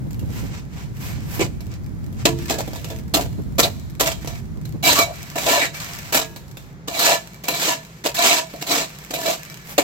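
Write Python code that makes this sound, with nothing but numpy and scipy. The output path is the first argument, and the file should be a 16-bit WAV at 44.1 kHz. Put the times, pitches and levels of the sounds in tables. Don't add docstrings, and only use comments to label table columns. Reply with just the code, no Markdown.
import sys
import numpy as np
from scipy import signal
from scipy.fft import rfft, irfft
from scipy.io import wavfile

SR = 44100
rng = np.random.default_rng(int(sys.argv[2]) if len(sys.argv) > 2 else 0)


def master(y):
    cut = np.clip(np.atleast_2d(y).T, -1, 1)
    pcm = np.round(cut * 32767)
    wavfile.write(sys.argv[1], SR, pcm.astype(np.int16))


N = 433485
TIME, HZ = np.arange(N) / SR, np.fft.rfftfreq(N, 1 / SR)

# (time [s], level [dB], thud offset [dB], fizz offset [dB], crushing time [s])
BITES = [(1.392, -26, 7, -13, 0.014), (1.407, -25, 2, -13, 0.023), (2.252, -14, -2, -10, 0.003),
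         (2.48, -31.5, -5, -12, .02), (2.495, -23, 0.5, -8.5, 0.033), (2.582, -32, 7, -6, 0.019),
         (3.137, -18.5, -5, -4, 0.025), (3.207, -24.5, 3, -7, 0.0034), (3.582, -15.5, -2.5, -6, 0.023),
         (3.63, -21, 3.5, -8.5, 0.018), (3.996, -16.5, -3.5, -4, 0.021), (4.057, -19.5, -9.5, -8.5, 0.018),
         (4.83, -27, -4, -1, 0.026), (4.985, -16.5, -5, -4.5, 0.0065), (5.355, -24.5, -0.5, -6, 0.0056),
         (5.378, -26, -9, -6, 0.0032), (6.123, -17, -7, -3.5, .035), (6.165, -20, -15, -10, 0.019),
         (6.212, -26, -11, -12, 0.0088), (6.873, -34, -2.5, -8, 0.013), (6.99, -19, -4.5, -0.5, 0.0066),
         (7.434, -38, -6.5, -7, 0.047), (7.481, -20, -3, -2, 0.0024), (8.038, -28.5, 0, -8, .013),
         (8.055, -18, -5, -8.5, .007), (8.142, -23.5, -16, -3, 0.0029), (8.612, -31, -3, -7, 0.015),
         (8.667, -34.5, -6, -4, .008), (9.104, -33.5, 3, -6, 0.015), (9.136, -24, -3, -3.5, 0.0042),
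         (9.779, -15.5, -5, -9.5, 0.0028)]
# (start [s], time to full force [s], time to release [s], level [dB], thud offset [dB], fizz offset [dB])
PUSHES = [(4.826, 0.05, 0.2, -12.5, -10, -7), (5.384, 0.14, 0.27, -15.5, -6.5, -9.5),
          (6.89, 0.082, 0.097, -25, -6, -8), (6.992, 0.065, 0.15, -12.5, -11.5, -9.5),
          (7.501, .15, 0.23, -17, -10, -10.5), (8.145, .12, 0.24, -12, -10, -10.5),
          (8.664, 0.056, 0.16, -16, -7, -10), (9.138, .15, 0.2, -22, -4.5, -8.5)]
# (frequency [Hz], t60 [s], level on the ground [dB], level when free [dB])
BLADE_MODES = [(283, 0.35, -12, 1), (308.4, 0.12, -7, -30), (341, 0.84, -34, 3.5), (444, 0.48, -30, 5.5),
               (647.1, 0.33, 15.5, 6), (673.6, 0.061, 11.5, -29), (930, 0.93, 15, -16.5),
               (968, 0.071, 9.5, -27), (1272, 0.4, 10, -20), (1661, 0.66, 15, -21), (1725, 0.27, 19, -26),
               (2296, 0.25, 21, -45), (2533, 0.36, 14, -25), (2710, 0.05, 7, -40), (3937, 0.06, 14.5, -35),
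               (4030, 0.051, 3, -23)]
# (time [s], gain [dB])
CHOP_COUPLING = [(1.4, -25), (2.3, -4), (3.15, -16), (4.05, -10), (5, -5.5), (6.15, -12), (8.06, -1.5),
                 (9.15, -2), (9.78, -4.5)]
# (start [s], duration [s], frequency [Hz], level [dB])
CATCHES = [(1.39, 0.042, 349, -19.5), (1.392, 0.053, 2350, -27.5), (3.135, .043, 293, -24.5),
           (3.136, 0.022, 4080, -18), (3.164, 0.049, 667, -23.5), (3.621, 0.033, 3930, -18.5),
           (3.997, .03, 397, -23), (4.863, 0.075, 3960, -20.5), (4.947, .092, 1140, -22),
           (5.046, 0.096, 644, -33.5), (5.458, 0.049, 638, -20.5), (5.6, .08, 1870, -25),
           (5.601, 0.051, 2250, -23), (6.961, 0.15, 4120, -25), (7.053, .12, 663, -21),
           (8.054, .015, 566, -16.5), (8.226, .048, 700, -23), (8.304, 0.026, 2620, -18.5),
           (9.266, 0.06, 625, -29.5), (9.779, 0.014, 593, -14.5), (9.779, 0.024, 317, -23.5)]
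# (time [s], level [dB], tilt [dB/octave])
REBOUNDS = [(2.256, -24.5, -8.5), (2.502, -39, 9.5), (2.905, -44.5, 6), (6.19, -43.5, 10.5),
            (8.535, -56, 6)]
# (time [s],
# level [dB], knock offset [dB])
ICE_CLICKS = [(0.109, -35, 3), (0.195, -33.5, -12), (1.607, -33.5, 8), (2.128, -39, 7), (2.425, -35, -1),
              (2.678, -29.5, 18), (2.734, -30, 8), (2.7587, -26, 3), (2.8452, -24.5, 5),
              (2.903, -26.5, 8), (4.117, -18.5, -5), (4.2482, -40, 32), (4.275, -21.5, 0),
              (4.6546, -31, -3), (5.803, -23, -14), (6.3624, -27.5, 3), (6.481, -41, -28),
              (6.572, -28.5, 3), (8.539, -33.5, 22.5)]
# (start [s], duration [s], level [dB])
SLIDES = [(2.38, 0.63, -41), (4.214, 0.18, -41.5), (5.132, 0.23, -40.5), (5.738, 0.38, -33.5),
          (6.565, .15, -54), (7.21, 0.36, -52.5), (7.8, 0.23, -49.5), (8.49, 0.25, -44.5),
          (8.872, 0.25, -43.5), (9.381, 0.43, -43.5)]
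# (fastest moment [s], half duration [s], level [dB], fizz offset [dB])
SLEEVE_SWINGS = [(0.383, 0.13, -40, -4.5), (0.558, 0.092, -42.5, -16), (0.797, 0.11, -42.5, -9),
                 (1.063, 0.12, -39.5, -1), (1.18, 0.17, -47.5, -30), (1.354, 0.12, -37.5, 1.5),
                 (1.732, .05, -44, -18), (2.206, 0.047, -41.5, -11), (9.71, 0.076, -40.5, 2)]
# (time [s], level [dB])
EDDIES = [(.07, -33.5), (.237, -30.5), (.302, -34.5), (.445, -30.5), (2.089, -41.5), (3.397, -27),
          (4.582, -35), (4.752, -30.5)]
GUSTS = [(0, -32.5), (0.4, -32.5), (0.75, -39.0), (1.1, -34), (1.45, -32.5), (1.75, -37), (2.3, -33),
         (2.8, -38), (3.4, -32.5), (3.9, -37.5), (4.7, -35.5), (5.4, -46), (6.5, -46.5), (7.2, -56),
         (8, -67.5), (9.5, -59)]
# (frequency [Hz], level [dB])
ICE_SPECTRUM = [(120, -30.5), (280, 6), (420, 3.5), (700, 3.5), (1000, -5), (1600, -9), (2600, -7),
                (4100, -7.5), (5200, -9), (7600, -6.5), (9400, -20.5), (10600, -14.5), (12600, -8.5),
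                (16000, -15.5)]
RUB_SPECTRUM = [(200, -9), (600, -5.5), (1200, 0), (2300, 1.5), (3600, -5), (6000, -3.5), (8200, -6.5),
                (9500, -20), (12800, -7.5), (16000, -15)]
WIND_SPECTRUM = [(20, -50), (50, -3), (75, -3), (135, -1), (200, -9), (300, -16.5), (500, -31.5),
                 (1200, -54.5)]
DRONE_SPECTRUM = [(25, -46), (55, 2), (90, -13.5), (140, 6.5), (175, 5.5), (230, -17.5), (400, -11.5),
                  (900, -46)]
HUSH_SPECTRUM = [(120, -47), (200, 0.5), (268, -9.5), (473, -13), (851, -15), (2170, -20), (2800, -28.5),
                 (7410, -30), (9400, -78), (16000, -43)]
# (frequency [Hz], t60 [s])
YARD_DECAY = [(200, 0.17), (700, 0.89), (2500, 1), (7000, 0.99), (15000, 1)]
# (frequency [Hz], coherence [0 to 1])
PORT_COHERENCE = [(100, 1), (600, 1), (1400, 0.54), (3000, 0.06), (6000, 0.26), (15000, 0.13)]
# (frequency [Hz], left over right [dB])
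PORT_BALANCE = [(60, -17), (110, -13), (200, -5.5), (380, -1), (700, 0.5), (1290, 0.0), (2380, -3),
                (4400, -2.0), (8120, -1.5), (15000, 0)]


def chops(snap_db=7.5, snap_s=0.0039, crush_t60=0.13, crumbs_db=-23, crumbs_t60=0.41):
    fractures = crackle(per_s=1700, spread_db=4, grit_db=-2, chatter_db=3.04, chatter_hz=65)
    bands = registers(fractures)
    out, size = np.zeros((2, N)), SR // 3
    snap = amp(snap_db * np.exp(-TIME[:size] / snap_s))
    for (start, db, thud_db, fizz_db, hold), chance in zip(BITES, rng.random((len(BITES), 8))):
        fresh = int(chance[0] * (N - size))
        thud, crunch, fizz = (band[:, fresh:fresh + size] for band in bands)
        crack = slab_clank(crunch, chance[1:]) + amp(fizz_db + 1) * fizz
        bite = snap * burst(size, hold, crush_t60, rise=0.0043 + 0.03 * hold)
        crumbs = amp(crumbs_db) * burst(size, hold, crumbs_t60, rise=0.01)
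        weight = amp(thud_db - 2) * thud * burst(size, 1.08 * hold, t60=0.15, rise=0.0037)
        add(out, start - 0.001, amp(db) * (crack * np.maximum(bite, crumbs) + weight))
    return out


def slab_clank(crunch, chance, ring_db=-18, t60=0.03):
    t = TIME[:SR // 10]
    mode_hz = 1200 * 4.5 ** chance
    modes = np.sin(2 * np.pi * np.outer(mode_hz, t)).sum(0) * amp(-60 * t / t60)
    ring = signal.fftconvolve(crunch, amp(ring_db) * modes[None] / np.linalg.norm(modes), axes=1)
    return unit(crunch + ring[:, :crunch.shape[1]])


def scrapes(build_db=15, sag_db_per_s=62.5, release_db_per_s=299, dull_db_per_s=21):
    grinding = crackle(per_s=1100, spread_db=-2.5, grit_db=0.5, chatter_db=1.3, chatter_hz=56)
    bands = registers(grinding)
    out, t = np.zeros((2, N)), TIME[:SR // 2]
    onset = np.minimum(t / 0.0027, 1)
    for start, full, let_go, db, thud_db, fizz_db in PUSHES:
        force_db = (-build_db * np.maximum(1 - t / full, 0)
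                    - sag_db_per_s * np.maximum(t - full, 0)
                    - release_db_per_s * np.maximum(t - let_go, 0))
        dull_db = dull_db_per_s * (t - full)
        thud, grind, fizz = (band[:, round(start * SR):][:, :len(t)] for band in bands)
        ice = amp(thud_db - 4) * thud + amp(-2.5) * grind + amp(fizz_db - dull_db) * fizz
        add(out, start, onset * amp(db + force_db) * ice)
    return out


def blade_ring(drive, roam_db=9.5, bend_s=0.000381, groups=3, loss_db_per_cycle=0.26):
    t, modes, ring = TIME[:SR // 2], [], np.zeros((2, N))
    for hz, t60, db, _ in BLADE_MODES:
        ice_loss_db = loss_db_per_cycle * max(hz - BLADE_MODES[2][0], 0) * t
        unity_gain = 2 * np.log(1000) / (t60 * SR)
        modes.append(unity_gain * amp(db - 60 * t / t60 - ice_loss_db) * np.cos(2 * np.pi * hz * t))
    for k in range(groups):
        contact = amp(roam_db * np.tanh(wobble(9.7)))
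        ring += signal.oaconvolve(drive * contact, sum(modes[k::groups])[None], axes=1)[:, :N]
    bent_time = TIME + bend_s * wobble(11.2)
    return np.array([np.interp(bent_time, TIME, side) for side in ring])


def catches(q=12):
    out = np.zeros((2, N))
    for start, length, hz, db in CATCHES:
        size = round(length * SR)
        tone = signal.lfilter(*signal.iirpeak(hz, q, fs=SR), rng.standard_normal((2, SR // 2)))[:, -size:]
        add(out, start, amp(db - 1) * unit(tone * signal.windows.tukey(size, 0.7)))
    return ports(*out)


def rebounds(damped_t60=0.34):
    out, t = np.zeros((1, N)), TIME[:SR]
    for start, db, tilt in REBOUNDS:
        free_s = min(bite[0] for bite in BITES if bite[0] > start + 0.03) - start
        ring = np.zeros((1, SR))
        for hz, t60, _, free_db in BLADE_MODES:
            mode_db = db + free_db + tilt * np.log2(hz / BLADE_MODES[2][0])
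            ring += amp(mode_db - 60 * t / t60) * np.sin(2 * np.pi * hz * t)
        add(out, start, ring * burst(SR, free_s, damped_t60, rise=0.0015))
    return out


def plates(resonance_db=3, q=14, tail_t60=0.52):
    out, t = np.zeros((2, N)), TIME[:SR // 4]
    knock, click, fizz = registers(crackle(per_s=800, spread_db=1, grit_db=6, chatter_db=1, chatter_hz=100))
    for (start, db, knock_db), chance in zip(ICE_CLICKS, rng.random(len(ICE_CLICKS))):
        at, bulk = round((start - 0.001) * SR), amp((db + 12) / 2)
        decay = amp(-60 * t / (0.11 * bulk)) + amp(-16 - 60 * t / tail_t60)
        ice = click + amp(-11) * fizz / bulk + amp(knock_db) * knock * bulk
        hit = amp(db - 8) * decay * ice[:, at:at + len(t)]
        mode = signal.iirpeak(2500 * 3 ** chance, q, fs=SR)
        add(out, start - 0.001, hit + amp(resonance_db) * signal.lfilter(*mode, hit))
    return out


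def slides(chips_per_s=28, chip_t60=0.0093, settle_db_per_s=13.5, fade_s=0.019):
    colour = amp(read(RUB_SPECTRUM, HZ))
    shards = shaped(crackle(per_s=600, spread_db=3.5, grit_db=6, chatter_db=1.4, chatter_hz=50), colour)
    landings = (rng.random(N) < chips_per_s / SR) * amp(-20 * rng.random(N))
    decays = signal.lfilter([1], [1, -amp(-60 / (chip_t60 * SR))], landings)
    chips = shaped(decays * rng.standard_normal((2, N)), colour * np.sqrt(HZ))
    sliding = np.zeros(N)
    for start, length, db in SLIDES:
        gate = np.clip(np.minimum(TIME - start, start + length - TIME) / fade_s + 0.5, 0, 1)
        sliding += gate * amp(db - settle_db_per_s * np.maximum(TIME - start, 0))
    return (shards + amp(-8) * chips) * sliding + amp(-58) * chips


def swishes(falloff_db=20.5):
    cloth = crackle(per_s=9000, spread_db=4.5, grit_db=2, chatter_db=1.5, chatter_hz=30)
    low, rub, fizz = registers(cloth, RUB_SPECTRUM)
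    out = np.zeros((2, N))
    for fastest, half, db, fizz_db in SLEEVE_SWINGS:
        swing = amp(db - falloff_db * np.minimum(abs(TIME - fastest) / half, 5) ** 1.65)
        out += swing * (rub + amp(-6) * low + amp(fizz_db - 1) * fizz)
    return out


def buffets(length_s=0.052, band_hz=(70, 260)):
    out, size = np.zeros((2, N)), round(length_s * SR)
    band = signal.butter(2, band_hz, "bandpass", fs=SR, output="sos")
    for centre, db in EDDIES:
        eddy = signal.sosfilt(band, rng.standard_normal((2, SR // 4)))[:, -size:] * np.hanning(size)
        add(out, centre - length_s / 2, amp(db) * unit(eddy))
    return out * amp([[-2], [1]])


def wind():
    gust = amp(np.interp(TIME, *np.transpose(GUSTS)) + 6)
    turbulence = rng.standard_normal((2, N)) * amp([wobble(21), wobble(28)])
    return gust * shaped(turbulence, amp(read(WIND_SPECTRUM, HZ))) * amp([[-1], [1]])


def yard_echo(direct, near_db=-6, near_t60=0.086, far_db=-24, taps_per_s=2500):
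    t = TIME[:SR]
    taps = rng.standard_normal((2, SR)) * (rng.random((2, SR)) < taps_per_s / SR) * (t > 0.004)
    near = taps * amp(-60 * t / near_t60)
    hz, delay, late = signal.stft(taps * (t > 0.025), SR, nperseg=256)
    decay = amp(-60 * delay / read(YARD_DECAY, hz)[:, None])
    far = signal.istft(late * decay, SR, nperseg=256)[1][:, :SR]
    echo = amp(near_db) * near / np.linalg.norm(near[0]) + amp(far_db) * far / np.linalg.norm(far[0])
    return direct + signal.fftconvolve(direct, echo, axes=1)[:, :N]


def ambience(spectrum, db):
    return amp(db) * shaped(ports(*rng.standard_normal((2, N))), amp(read(spectrum, HZ)))


def crackle(per_s, spread_db, grit_db, chatter_db, chatter_hz, decay_s=0.00027):
    cracks = (rng.random(N) < per_s / SR) * amp(spread_db * np.minimum(rng.exponential(1, N), 4))
    power = signal.lfilter([1], [1, -np.exp(-1 / (decay_s * SR))], cracks ** 2)
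    envelope = np.sqrt(power / power.mean() + amp(grit_db) ** 2) * amp(chatter_db * wobble(chatter_hz))
    return ports(*(envelope * rng.standard_normal((2, N))))


def ports(a, b, lag_s=0.00023):
    coherence = np.clip(read(PORT_COHERENCE, HZ), 0, 1)
    common = rfft(a) * np.sqrt((1 + coherence) / 2)
    apart = rfft(b) * np.sqrt((1 - coherence) / 2)
    return irfft([(common + apart) * np.exp(-2j * np.pi * HZ * lag_s), common - apart], N)


def registers(x, spectrum=ICE_SPECTRUM, thud_hz=950, fizz_hz=9000):
    low = 1 / (1 + (HZ / thud_hz) ** 8)
    high = 1 / (1 + (fizz_hz / (HZ + 1)) ** 16)
    colour = amp(read(spectrum, HZ))
    return [shaped(x, colour * part) for part in (low, 1 - low - high, high)]


def burst(size, hold, t60, rise):
    t = TIME[:size]
    return np.minimum(t / rise, 1) ** 2 * amp(-60 * np.maximum(t - hold, 0) / t60)


def wobble(hz):
    return shaped(rng.standard_normal(N), 1 / (1 + (HZ / hz) ** 4))


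def shaped(x, gain):
    return unit(irfft(rfft(x) * gain, N))


def read(points, hz):
    f, value = np.transpose(points)
    return np.interp(np.log(hz + 1), np.log(f + 1), value)


def unit(x):
    return x / np.sqrt(np.mean(x ** 2) + 1e-20)


def amp(db):
    return 10 ** (np.asarray(db) / 20)


def add(mix, start, sound):
    part = mix[:, max(round(start * SR), 0):][:, :sound.shape[1]]
    part += sound[:, :part.shape[1]]


def scene(scrape_coupling_db=-4, loose_coupling_db=-10):
    chop, scrape, loose = chops(), scrapes(), slides() + plates()
    chop_coupling = amp(np.interp(TIME, *np.transpose(CHOP_COUPLING)))
    drive = chop_coupling * chop + amp(scrape_coupling_db) * scrape + amp(loose_coupling_db) * loose
    work = chop + scrape + loose + blade_ring(drive) + catches() + rebounds() + swishes()
    balance = amp(np.outer([0.5, -0.5], read(PORT_BALANCE, HZ)))
    heard = irfft(rfft(yard_echo(work)) * balance, N)
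    return heard + wind() + ambience(DRONE_SPECTRUM, db=-43) + ambience(HUSH_SPECTRUM, db=-49) + buffets()


def record(dry, top_hz=16000):
    low_pass = signal.firwin(511, top_hz, window=("kaiser", 8), fs=SR)
    return signal.oaconvolve(np.clip(dry, -1, 1), low_pass[None], "same", axes=1)


dry = scene()
out = record(dry)
master(out)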